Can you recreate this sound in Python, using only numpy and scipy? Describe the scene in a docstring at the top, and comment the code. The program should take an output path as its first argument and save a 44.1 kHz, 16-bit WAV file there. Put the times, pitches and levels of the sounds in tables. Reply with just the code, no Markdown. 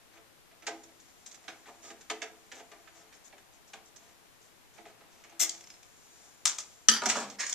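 """A screwdriver knocks in a screw on a circuit board that lies on a sheet-metal case; hand and tool rub and rustle.
The screw is pulled out, rattles on the tip and drops on the lid; the tool is laid down, fingers brush a metal cage.
Contacts and rubs are grainy noise forces that excite a broad crack, a body's damped modes and a bright edge.
Fingers and sleeve rustle, a small cluttered room answers, and each microphone port has its own hiss."""
import sys
import numpy as np
from scipy import signal
from scipy.fft import rfft, irfft, next_fast_len
from scipy.io import wavfile
from scipy.ndimage import uniform_filter1d

SR = 44100
rng = np.random.default_rng(int(sys.argv[2]) if len(sys.argv) > 2 else 0)


def int16_out(signal):
    """Quantize to a 16-bit WAV file."""
    q = np.round(np.clip(np.atleast_2d(signal).T, -1, 1) * 32767)
    wavfile.write(sys.argv[1], SR, q.astype(np.int16))


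def boost(x):
    """Linear amplitude factor 10**(x/20) for a level x in decibels (scalar or array-like)."""
    u = np.asarray(x, float) / 20
    return 10 ** u


N = 332514  # length in samples


def unit(x):
    """Scales a signal to rms 1."""
    return x / np.sqrt(np.mean(x ** 2) + 1e-20)


def along(points, hz):
    """Reads a curve of (frequency [Hz], value) points on a log frequency axis."""
    f, v = np.transpose(points)
    return np.interp(np.log(hz + 1), np.log(f + 1), v)


def filtered(x, response):
    """Filters x by a complex response of frequency."""
    m = next_fast_len(x.shape[-1] + SR // 2, real=True)
    spectrum = rfft(x, m) * response(np.fft.rfftfreq(m, 1 / SR))
    return irfft(spectrum, m)[..., :x.shape[-1]]


def colour(spectrum):
    """Minimum-phase impulse response of a spectrum, with unit energy: it starts at once, like a blow."""
    size = 2 ** 11
    cepstrum = irfft(np.log(boost(along(spectrum, np.fft.rfftfreq(size, 1 / SR)))))
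    # folding the cepstrum onto positive time makes the response causal
    cepstrum[1:size // 2] *= 2
    cepstrum[size // 2 + 1:] = 0
    return unit(irfft(np.exp(rfft(cepstrum)))) / np.sqrt(size)


def ringing(modes, tilt_db=0):
    """Damped sines with unit energy, their levels and tunings scattered anew; light objects favour the high ones."""
    t = np.arange(SR // 4) / SR
    hz, db, t60 = np.transpose(modes)[..., None]
    scatter, detune = rng.standard_normal((2, len(modes), 1))
    db = db + 2 * scatter + tilt_db * np.log2(hz / 1000)  # tilt in dB per octave
    sign = (-1) ** np.arange(len(modes))[:, None]  # neighbouring modes swing in opposite senses
    sines = np.sin(2 * np.pi * hz * (1 + 0.0077 * detune) * t)
    ring = (sign * boost(db - 60 * t / t60) * sines).sum(0)
    return ring / np.linalg.norm(ring)


def grit(count, spiky):
    """Noise of tiny impacts whose sizes scatter more as spiky grows."""
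    swell = uniform_filter1d(rng.standard_normal(count), size=24) * np.sqrt(24)
    return unit(rng.standard_normal(count) * np.exp(spiky * swell))


# middle crack of a contact: (frequency [Hz], relative level [dB])
CRACK_SPECTRUM = [(300, -25.5), (800, 1.5), (1500, 0), (2200, 7.5), (3200, -1.5), (4200, 3.5),
                  (6000, -27.5), (9000, -32)]
# duller crack on the board: (frequency [Hz], relative level [dB])
BOARD_CRACK_SPECTRUM = [(300, -16), (600, -19.5), (1000, -9), (1600, 3), (2300, 2), (3200, -6), (4500, -10),
                        (8000, -53)]
# bright edge of a contact: (frequency [Hz], relative level [dB])
EDGE_SPECTRUM = [(1000, -64), (2000, -36), (3500, 2), (4500, -2.5), (5300, 5.5), (6200, 9.5), (7400, 7),
                 (8300, -6), (10000, -19.5), (14000, -26), (16000, -41)]


def voiced(forces, modes, tilt_db=0):
    """Three force trains sound in the middle crack (duller on the board), the body's modes and the bright edge."""
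    crack = BOARD_CRACK_SPECTRUM if modes is BOARD_MODES else CRACK_SPECTRUM
    rings = colour(crack), ringing(modes, tilt_db), colour(EDGE_SPECTRUM)
    mid = sum(signal.oaconvolve(force, ring)[:len(force)] for force, ring in zip(forces, rings))
    # nearby parts scatter treble to each side
    t = np.arange(SR // 100) / SR
    echo = np.diff(rng.standard_normal(len(t) + 1)) * boost(-60 * t / 0.0077)
    side = boost(1.5) * signal.oaconvolve(mid, echo / np.linalg.norm(echo))[:len(mid)]
    return np.array([mid + side, mid - side])


def contacts(rows, modes, spiky, blow, pan_db, tilt_db=0):
    """Every contact is a first blow and a flurry of micro-impacts that chatters, dies and settles.

    rows: (time [s], level [dB], body [dB over level], edge [dB over level], chatter length [s]);
    pan_db: left over right, scattered per contact."""
    crack_db = -7.5  # over the contact's level
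    settle_db, settle_t60_s = -22.5, 0.41  # loose parts settle after a contact
    out, t = np.zeros((2, N + SR)), np.arange(SR // 2) / SR
    settling = boost(settle_db - 60 * t / settle_t60_s)
    for s, db, body_db, edge_db, length in rows:
        chatter = boost(-30 * t / length - 21.4 * (t / length) ** 2)
        shape = (1 - np.exp(-t / 0.00079)) * (chatter + settling)
        flurry = grit(len(t), spiky) * shape
        flurry *= np.linalg.norm(shape) / np.linalg.norm(flurry)
        flurry[0] = blow * np.linalg.norm(shape)
        levels = boost(db + np.array([[crack_db], [body_db], [edge_db]]))
        sound = voiced(flurry * levels, modes, tilt_db)
        pan = pan_db + 1.5 * rng.standard_normal()
        out[:, round(s * SR):][:, :len(t)] += sound * boost(pan * np.array([[.5], [-.5]]))
    return out[:, :N]


def strokes(rows, modes, spiky, rise):
    """A grainy rub swells in over a share (rise) of its length, sags 4 dB and lifts off.

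    rows: (start [s], length [s], level [dB], body [dB over level], edge [dB over level])."""
    out, t = np.zeros((2, N + SR)), np.arange(SR // 2) / SR
    for start, length, db, body_db, edge_db in rows:
        swell = np.clip(t / (rise * length), 0, 1)
        sag = boost(-4 * np.clip(t / length, 0, 1))
        lift = np.clip(1 - (t - length) / 0.004, 0, 1)
        levels = boost(db + np.array([[0], [body_db], [edge_db]]))
        force = grit(len(t), spiky) * swell * sag * lift
        out[:, round(start * SR):][:, :len(t)] += voiced(force * levels, modes)
    return out[:, :N]


def drag(rows, modes, spiky):
    """A long rub whose crack, body and edge follow level curves: (time [s], crack [dB], body [dB], edge [dB])."""
    s, *levels_db = np.transpose(rows)
    t = np.arange(N) / SR
    levels = boost([np.interp(t, s, c, left=-120, right=-120) for c in levels_db])
    return voiced(grit(N, spiky) * levels, modes)


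# tip against screw and board: (time [s], level [dB], board [dB over level], bright edge [dB over level])
TIP_KNOCKS = [(0.1715, -50, -3, -19), (0.5127, -53.5, -8, -22), (0.6216, -46.5, -5, -13.5),
              (0.6673, -28, -7, -10), (0.6737, -29.5, -4.5, -13.5), (0.834, -58.5, -13, 5),
              (0.887, -57, 1.5, -24), (0.9991, -65, -13, 8), (1.261, -52, -11, 7.5), (1.3126, -51, -9, 1),
              (1.3435, -50, -24, -1), (1.4388, -53, -4, -9), (1.4798, -32.5, -8.5, -15),
              (1.6823, -54.5, 9.5, -5), (1.9025, -39, -8.5, -21), (2.0088, -51.5, -11, -2.5),
              (2.0994, -23, -9, -13), (2.2179, -28.5, -9, -13.5), (2.5166, -37, -9, -11.5),
              (2.598, -43.5, -2, -25), (2.7159, -44.5, -1, -16), (2.8735, -46, -14, -23),
              (3.1258, -50, -35, -8), (3.3252, -46, -3.5, -33), (3.3804, -50, -8, -12),
              (3.7335, -37.5, -6, -13), (3.9607, -53.5, -8, 2), (4.78, -47.5, 1.5, -29),
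              (4.853, -45.5, -2, -24), (5.0062, -53.5, 2.5, -21), (5.2377, -45.5, -11.5, -11.5),
              (5.2952, -54.5, -4, -5), (5.3184, -52, -3, -25)]
# circuit board modes: (nominal frequency [Hz], nominal level [dB], t60 [s])
BOARD_MODES = [(216.4, -10, 0.24), (257.5, -7.5, 0.34), (331.4, -3, 0.4), (404, -5.5, 0.14),
               (441, -1, 0.18), (505, -1, 0.047), (575, -3, 0.09), (626, 5, 0.027), (685, 5.5, 0.087),
               (729, 1.5, 0.057), (818, 6, 0.043), (930, 1, 0.03), (1022, 2, 0.04), (1205, -2.5, 0.061),
               (1340, -3, 0.074)]


def tip_knocks():
    """The tip knocks against screw and board, and the board's low modes ring."""
    rows = [(*row, 0.052) for row in TIP_KNOCKS]  # chatter length [s]
    return contacts(rows, BOARD_MODES, spiky=0.23, blow=0.19, pan_db=-2.2)


# short rubs and rustles of the hand and tool:
# (start [s], length [s], level [dB], bright edge [dB over level])
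TOOL_RUBS = [(0.124, 0.059, -64.5, -5), (1.044, 0.073, -71, 3), (1.653, 0.047, -55, -12),
             (1.819, .1, -57.5, 4.5), (2.538, 0.075, -58, 0.5), (2.937, .09, -67, 4.5),
             (3.133, 0.048, -67, 5), (3.236, 0.049, -73, 14), (3.524, 0.047, -71.5, 5),
             (3.668, .04, -72.5, 10), (3.85, 0.044, -80.5, 17), (3.984, 0.15, -68.5, 1),
             (4.4, .08, -78, 10.5), (4.722, .1, -71, 4.5), (4.85, 0.056, -60.5, -7),
             (5.005, 0.035, -76, -12), (5.095, 0.13, -73, 7.5), (5.312, .05, -67, -12)]


def tool_rubs():
    """Short grainy rubs and rustles of the hand and tool, carried by the board."""
    board_db = 3  # over the rub's level
    rows = [(s, length, db, board_db, edge) for s, length, db, edge in TOOL_RUBS]
    return strokes(rows, BOARD_MODES, spiky=0.35, rise=0.23)


# steel tip landing and bouncing on the lid:
# (time [s], level [dB], shaft [dB over level], chatter length [s])
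TIP_LANDINGS = [(6.8855, -32, 20, 0.032), (6.8998, -46, 16.5, 0.047), (6.9162, -33.5, 4.5, 0.14),
                (6.9377, -36.5, 5.5, 0.084), (6.9646, -33.5, 1, 0.059)]
# shaft modes, short because the hand holds it, with the lid's longer low thud below 250 Hz: (nominal frequency
# [Hz], nominal level [dB], t60 [s])
SHAFT_MODES = [(147, -25.5, .15), (225, -22, 0.11), (445, -14, 0.013), (1293, -10.5, 0.028),
               (1830, -0.5, 0.01), (3070, -0.5, 0.014), (4800, 5.5, 0.0098), (5130, -5.5, 0.011),
               (5900, 6.5, 0.0063), (7600, -0.5, 0.0044), (9070, -18, 0.0072), (11600, -19, 0.0017)]


def tip_landings():
    """The steel tip lands and bounces on the lid; the hand-damped shaft rings briefly over a low thud of the
    lid."""
    edge_db = -15  # over the contact's level
    rows = [(s, db, shaft, edge_db, length) for s, db, shaft, length in TIP_LANDINGS]
    return contacts(rows, SHAFT_MODES, spiky=0.19, blow=0.77, pan_db=-1.3)


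# handle landing and rocking on the lid:
# (time [s], level [dB], lid [dB over level], bright edge [dB over level], chatter length [s])
HANDLE_LANDINGS = [(7.0188, -26, 3, -15, 0.016), (7.035, -32.5, 4.5, -1, 0.012),
                   (7.0573, -23.5, 1.5, -0.5, 0.028), (7.0889, -23, -5, -3, 0.022),
                   (7.0981, -21, -17.5, -3.5, 0.05), (7.12, -34, -1, -6, 0.022),
                   (7.1542, -35, 10.5, -6, 0.027), (7.1671, -33.5, 5, -1.5, 0.053),
                   (7.2001, -42, 9.5, 2, 0.05), (7.2997, -46, -14, 3, 0.036)]
# sheet-metal lid modes: (nominal frequency [Hz], nominal level [dB], t60 [s])
LID_MODES = [(154, -7, 0.22), (200.5, -3.5, 0.21), (234, 2.5, 0.099), (294, 3.5, 0.044), (388, -2.5, 0.13),
             (456, 0.5, 0.064), (613, 10.5, 0.031), (723, 1.5, 0.077), (774, 5, 0.056), (952, 7.5, 0.076),
             (1098, 9.5, 0.03), (1213, 14, 0.023), (1363, 5, 0.037), (1374, 5, 0.054), (1700, 12, 0.011)]


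def handle_landings():
    """The handle lands and rocks, and every contact sets the sheet-metal lid ringing."""
    return contacts(HANDLE_LANDINGS, LID_MODES, spiky=0.24, blow=0.27, pan_db=-2.0)


# handle sliding to rest on the lid: (time [s], scrape [dB], lid [dB])
HANDLE_SLIDE = [(7.02, -54, -75), (7.1, -40, -53), (7.141, -41.5, -44), (7.24, -48.5, -42.5),
                (7.27, -58.5, -70), (7.36, -61.5, -72)]


def handle_slide():
    """The handle slides to rest, a rub that drives the lid's modes."""
    edge_db = -1.5  # over the scrape
    rows = [(s, db, lid, db + edge_db) for s, db, lid in HANDLE_SLIDE]
    return drag(rows, LID_MODES, spiky=0.28)


def screwdriver():
    """The tip knocks while hand and tool rub and rustle; at last tip and handle are laid on the lid."""
    return tip_knocks() + tool_rubs() + tip_landings() + handle_landings() + handle_slide()


# screw dragged out past a bracket: (time [s], reference level of the drag [dB])
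SCREW_PULL = [(5.393, -58), (5.398, -27.5), (5.425, -28.5), (5.435, -26), (5.446, -35), (5.47, -47),
              (5.52, -63)]
# bracket modes: (nominal frequency [Hz], nominal level [dB], t60 [s])
BRACKET_MODES = [(2070, -1, 0.02), (2610, 8.5, 0.0061), (3200, 13, 0.0011), (3860, -13, 0.0044),
                 (8460, 5, 0.0075), (10500, -21, 0.0008), (12800, 0, 0.0015)]


def screw_pull():
    """The screw drags brightly past a bracket while its thread rubs on the board."""
    bracket_db, scrape_db, board_db = -11, -20.5, -21  # over the drag's level
    pull = drag([(s, -120, db + bracket_db, db) for s, db in SCREW_PULL], BRACKET_MODES, spiky=0.33)
    thread = [(s, db + scrape_db, db + board_db, -120) for s, db in SCREW_PULL]
    pull += drag(thread, BOARD_MODES, spiky=0.42)
    return boost([[2], [-2]]) * pull  # leans left


# loose screw against the tip: (time [s], level [dB], bright edge [dB over level])
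SCREW_RATTLES = [(5.494, -44, 19), (5.548, -40, -21), (5.5774, -51, 0), (5.6084, -43, -3),
                 (5.6394, -44, -10), (5.672, -45.5, 0), (5.702, -41, -2), (5.7394, -47, -10),
                 (5.83, -44, -7)]
# screw modes: (nominal frequency [Hz], nominal level [dB], t60 [s])
SCREW_MODES = [(5200, 4, 0.041), (5830, 4, 0.011), (7160, -10, 0.01), (7650, 8, 0.0086)]


def screw_rattle():
    """The loose screw rattles on the tip with a small, high ring."""
    ring_db, chatter_s = -5, 0.011
    rows = [(s, db, ring_db, edge, chatter_s) for s, db, edge in SCREW_RATTLES]
    return contacts(rows, SCREW_MODES, spiky=0.21, blow=0.57, pan_db=0.5)


# screw landing on the lid and bouncing once: (time [s], level [dB])
SCREW_LANDINGS = [(6.4545, -18), (6.5846, -32.5)]


def screw_drop():
    """The light screw hits the lid, favouring its high modes; its other end follows and skids."""
    edge_db = 3.5  # over each contact's level
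    delay_s, tumble_db = .016, -12.5  # second end after and over the first
    rows = [(s, db, -11, edge_db, 0.022) for s, db in SCREW_LANDINGS]
    rows += [(s + delay_s, db + tumble_db, -14.5, edge_db, 0.067) for s, db in SCREW_LANDINGS]
    return contacts(rows, LID_MODES, spiky=0.62, blow=0.28, pan_db=-1.2, tilt_db=4.5)


def screw():
    """Pulled out, rattling on the tip, then dropped on the lid."""
    return screw_pull() + screw_rattle() + screw_drop()


# fingers brushing the cage: (time [s], scrape [dB], cage [dB], bright edge [dB])
CAGE_BRUSH = [(7.386, -70, -46, -54), (7.397, -44, -40, -40), (7.407, -42, -37, -34),
              (7.42, -44, -38.5, -40), (7.442, -45, -40, -46), (7.462, -53, -52, -47),
              (7.54, -63, -51, -47)]
# fingers tapping the cage: (time [s], level [dB])
CAGE_TAPS = [(7.466, -35.5), (7.496, -35.5), (7.5264, -32.5)]
# cage modes: (nominal frequency [Hz], nominal level [dB], t60 [s])
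CAGE_MODES = [(910, -3, 0.022), (1210, -10, 0.09), (1566, -28, .015), (1700, 15, 0.0068), (2450, 2, .012),
              (4460, 1, 0.015), (5470, 2, 0.026), (5440, 2.5, 0.024)]


def cage():
    """Fingers brush and tap the metal cage, whose modes die within a fraction of a second."""
    cage_db, edge_db, chatter_s = -26, 4, 0.02  # the levels are over the tap's
    taps = [(s, db, cage_db, edge_db, chatter_s) for s, db in CAGE_TAPS]
    brush = drag(CAGE_BRUSH, CAGE_MODES, spiky=0.081)
    return brush + contacts(taps, CAGE_MODES, spiky=0.28, blow=0.47, pan_db=-3)


# fingers and sleeve: (time [s], low rub through the board [dB], rustle [dB])
HAND_MOVES = [(0.0, -70.5, -79), (0.48, -94, -87), (0.7, -75, -69), (0.95, -89, -73), (1.3, -68, -68.5),
              (1.93, -70.5, -69), (2.4, -75, -71), (2.76, -68, -70.5), (3.5, -75.5, -77), (4.4, -88, -76.5),
              (4.92, -71.5, -77), (5.3, -70, -83), (5.5, -64, -63), (5.77, -76, -70.5), (6.25, -70.5, -62),
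              (6.45, -74, -71), (6.6, -71, -59), (6.88, -77, -69.5)]


def hand():
    """Fingers and sleeve rustle, with a soft low rub through the board."""
    s, rub_db, rustle_db = np.transpose(HAND_MOVES)
    t = np.arange(N) / SR
    rub, rustle = (boost(np.interp(t, s, c, right=-120)) for c in (rub_db, rustle_db))
    crack_force = boost(-3.0) * rub * grit(N, 0.18)
    board_force = rub * grit(N, 0.81)
    edge_force = rustle * grit(N, 0.17)
    return voiced([crack_force, board_force, edge_force], BOARD_MODES)


# decay of the room: (frequency [Hz], t60 [s])
ROOM_DECAY = [(200, 0.69), (700, 0.39), (2000, 0.27), (6000, 0.21), (12000, 0.072)]
# left-right likeness of the room: (frequency [Hz], correlation [-1 to 1])
ROOM_LIKENESS = [(300, 1), (700, 0.96), (1400, .75), (3000, 0.36), (6000, 0.017)]


def room(x, block=SR // 4):
    """Crossfaded quarter-second stretches each get a fresh noise tail; bass reaches both ports alike."""
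    wet, fade = np.zeros((2, N + 2 * SR)), signal.get_window("hann", 2 * block)
    padded = np.pad(x, (block, 2 * block))
    for start in range(0, N + block, block):
        hz, t, z = signal.stft(rng.standard_normal((2, SR // 2)), SR, nperseg=256)
        # this angle shares the power between mid and side to give the likeness
        angle = np.arccos(np.clip(along(ROOM_LIKENESS, hz), -1, 1))[:, None] / 2
        z = z * boost(-60 * t / along(ROOM_DECAY, hz)[:, None]) * [np.cos(angle), np.sin(angle)]
        tail = signal.istft(z, SR, nperseg=256)[1]
        stretch = padded[start:][:2 * block] * fade
        answer = signal.fftconvolve(stretch[None], tail / np.linalg.norm(tail), axes=1)
        wet[:, start:][:, :answer.shape[1]] += answer
    mid, side = wet[:, block - round(.004 * SR):][:, :N]  # the room answers 4 ms late
    return np.array([mid + side, mid - side])


def scene():
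    """Contacts and rubs, near and through the room."""
    near = screwdriver() + screw() + cage() + hand()
    return near + boost(-5.5) * room(near.mean(0))


def band_limit(x):
    """A steep low-pass at the top of the band."""
    return signal.sosfilt(signal.butter(12, 15200, fs=SR, output="sos"), x)


# hiss of each port: (frequency [Hz], relative level [dB])
LEFT_HISS = [(25, -4), (100, 3.5), (300, 5.5), (1000, 3), (3000, -2.5), (6000, -8), (10000, -10),
             (15000, -11.5)]
RIGHT_HISS = [(25, 1), (100, -6.5), (300, -3.5), (1000, -4.5), (3000, -5.5), (6000, -7.5), (10000, -10.5),
              (15000, -11)]
# treble of the left port: (frequency [Hz], level over the right port [dB])
LEFT_OVER_RIGHT = [(1000, 0.5), (6500, -1), (9000, 19.5), (14000, 12)]


def record(dry):
    """The ports cut deep bass and top treble; the left is brighter and 20 us later; hiss and opposed rumble join."""
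    bass_cut = lambda hz: (1j * hz / (170 + 1j * hz)) ** 4
    treble_cut = lambda hz: 1 / np.sqrt(1 + (hz / 14400) ** 32)
    # half of the level and delay difference goes to each port
    left = lambda hz: boost(along(LEFT_OVER_RIGHT, hz) / 2) * np.exp(-1j * np.pi * hz * 2e-5)
    pair = lambda hz: np.array([left(hz), 1 / left(hz)])
    ports = filtered(dry, lambda hz: bass_cut(hz) * treble_cut(hz) * pair(hz))
    hiss_levels = lambda hz: boost([along(LEFT_HISS, hz), along(RIGHT_HISS, hz)])
    hiss = filtered(rng.standard_normal((2, N)), lambda hz: hiss_levels(hz) * (hz < 14250))
    rumble = filtered(rng.standard_normal(N), lambda hz: 1 / (1 + 1j * hz / 45) ** 2)
    ports = ports + boost(-70) * unit(rumble) * [[1], [-1]]
    mix = ports + boost(-60.5) * unit(hiss)
    return band_limit(mix)


dry = scene()
out = record(dry)
int16_out(out)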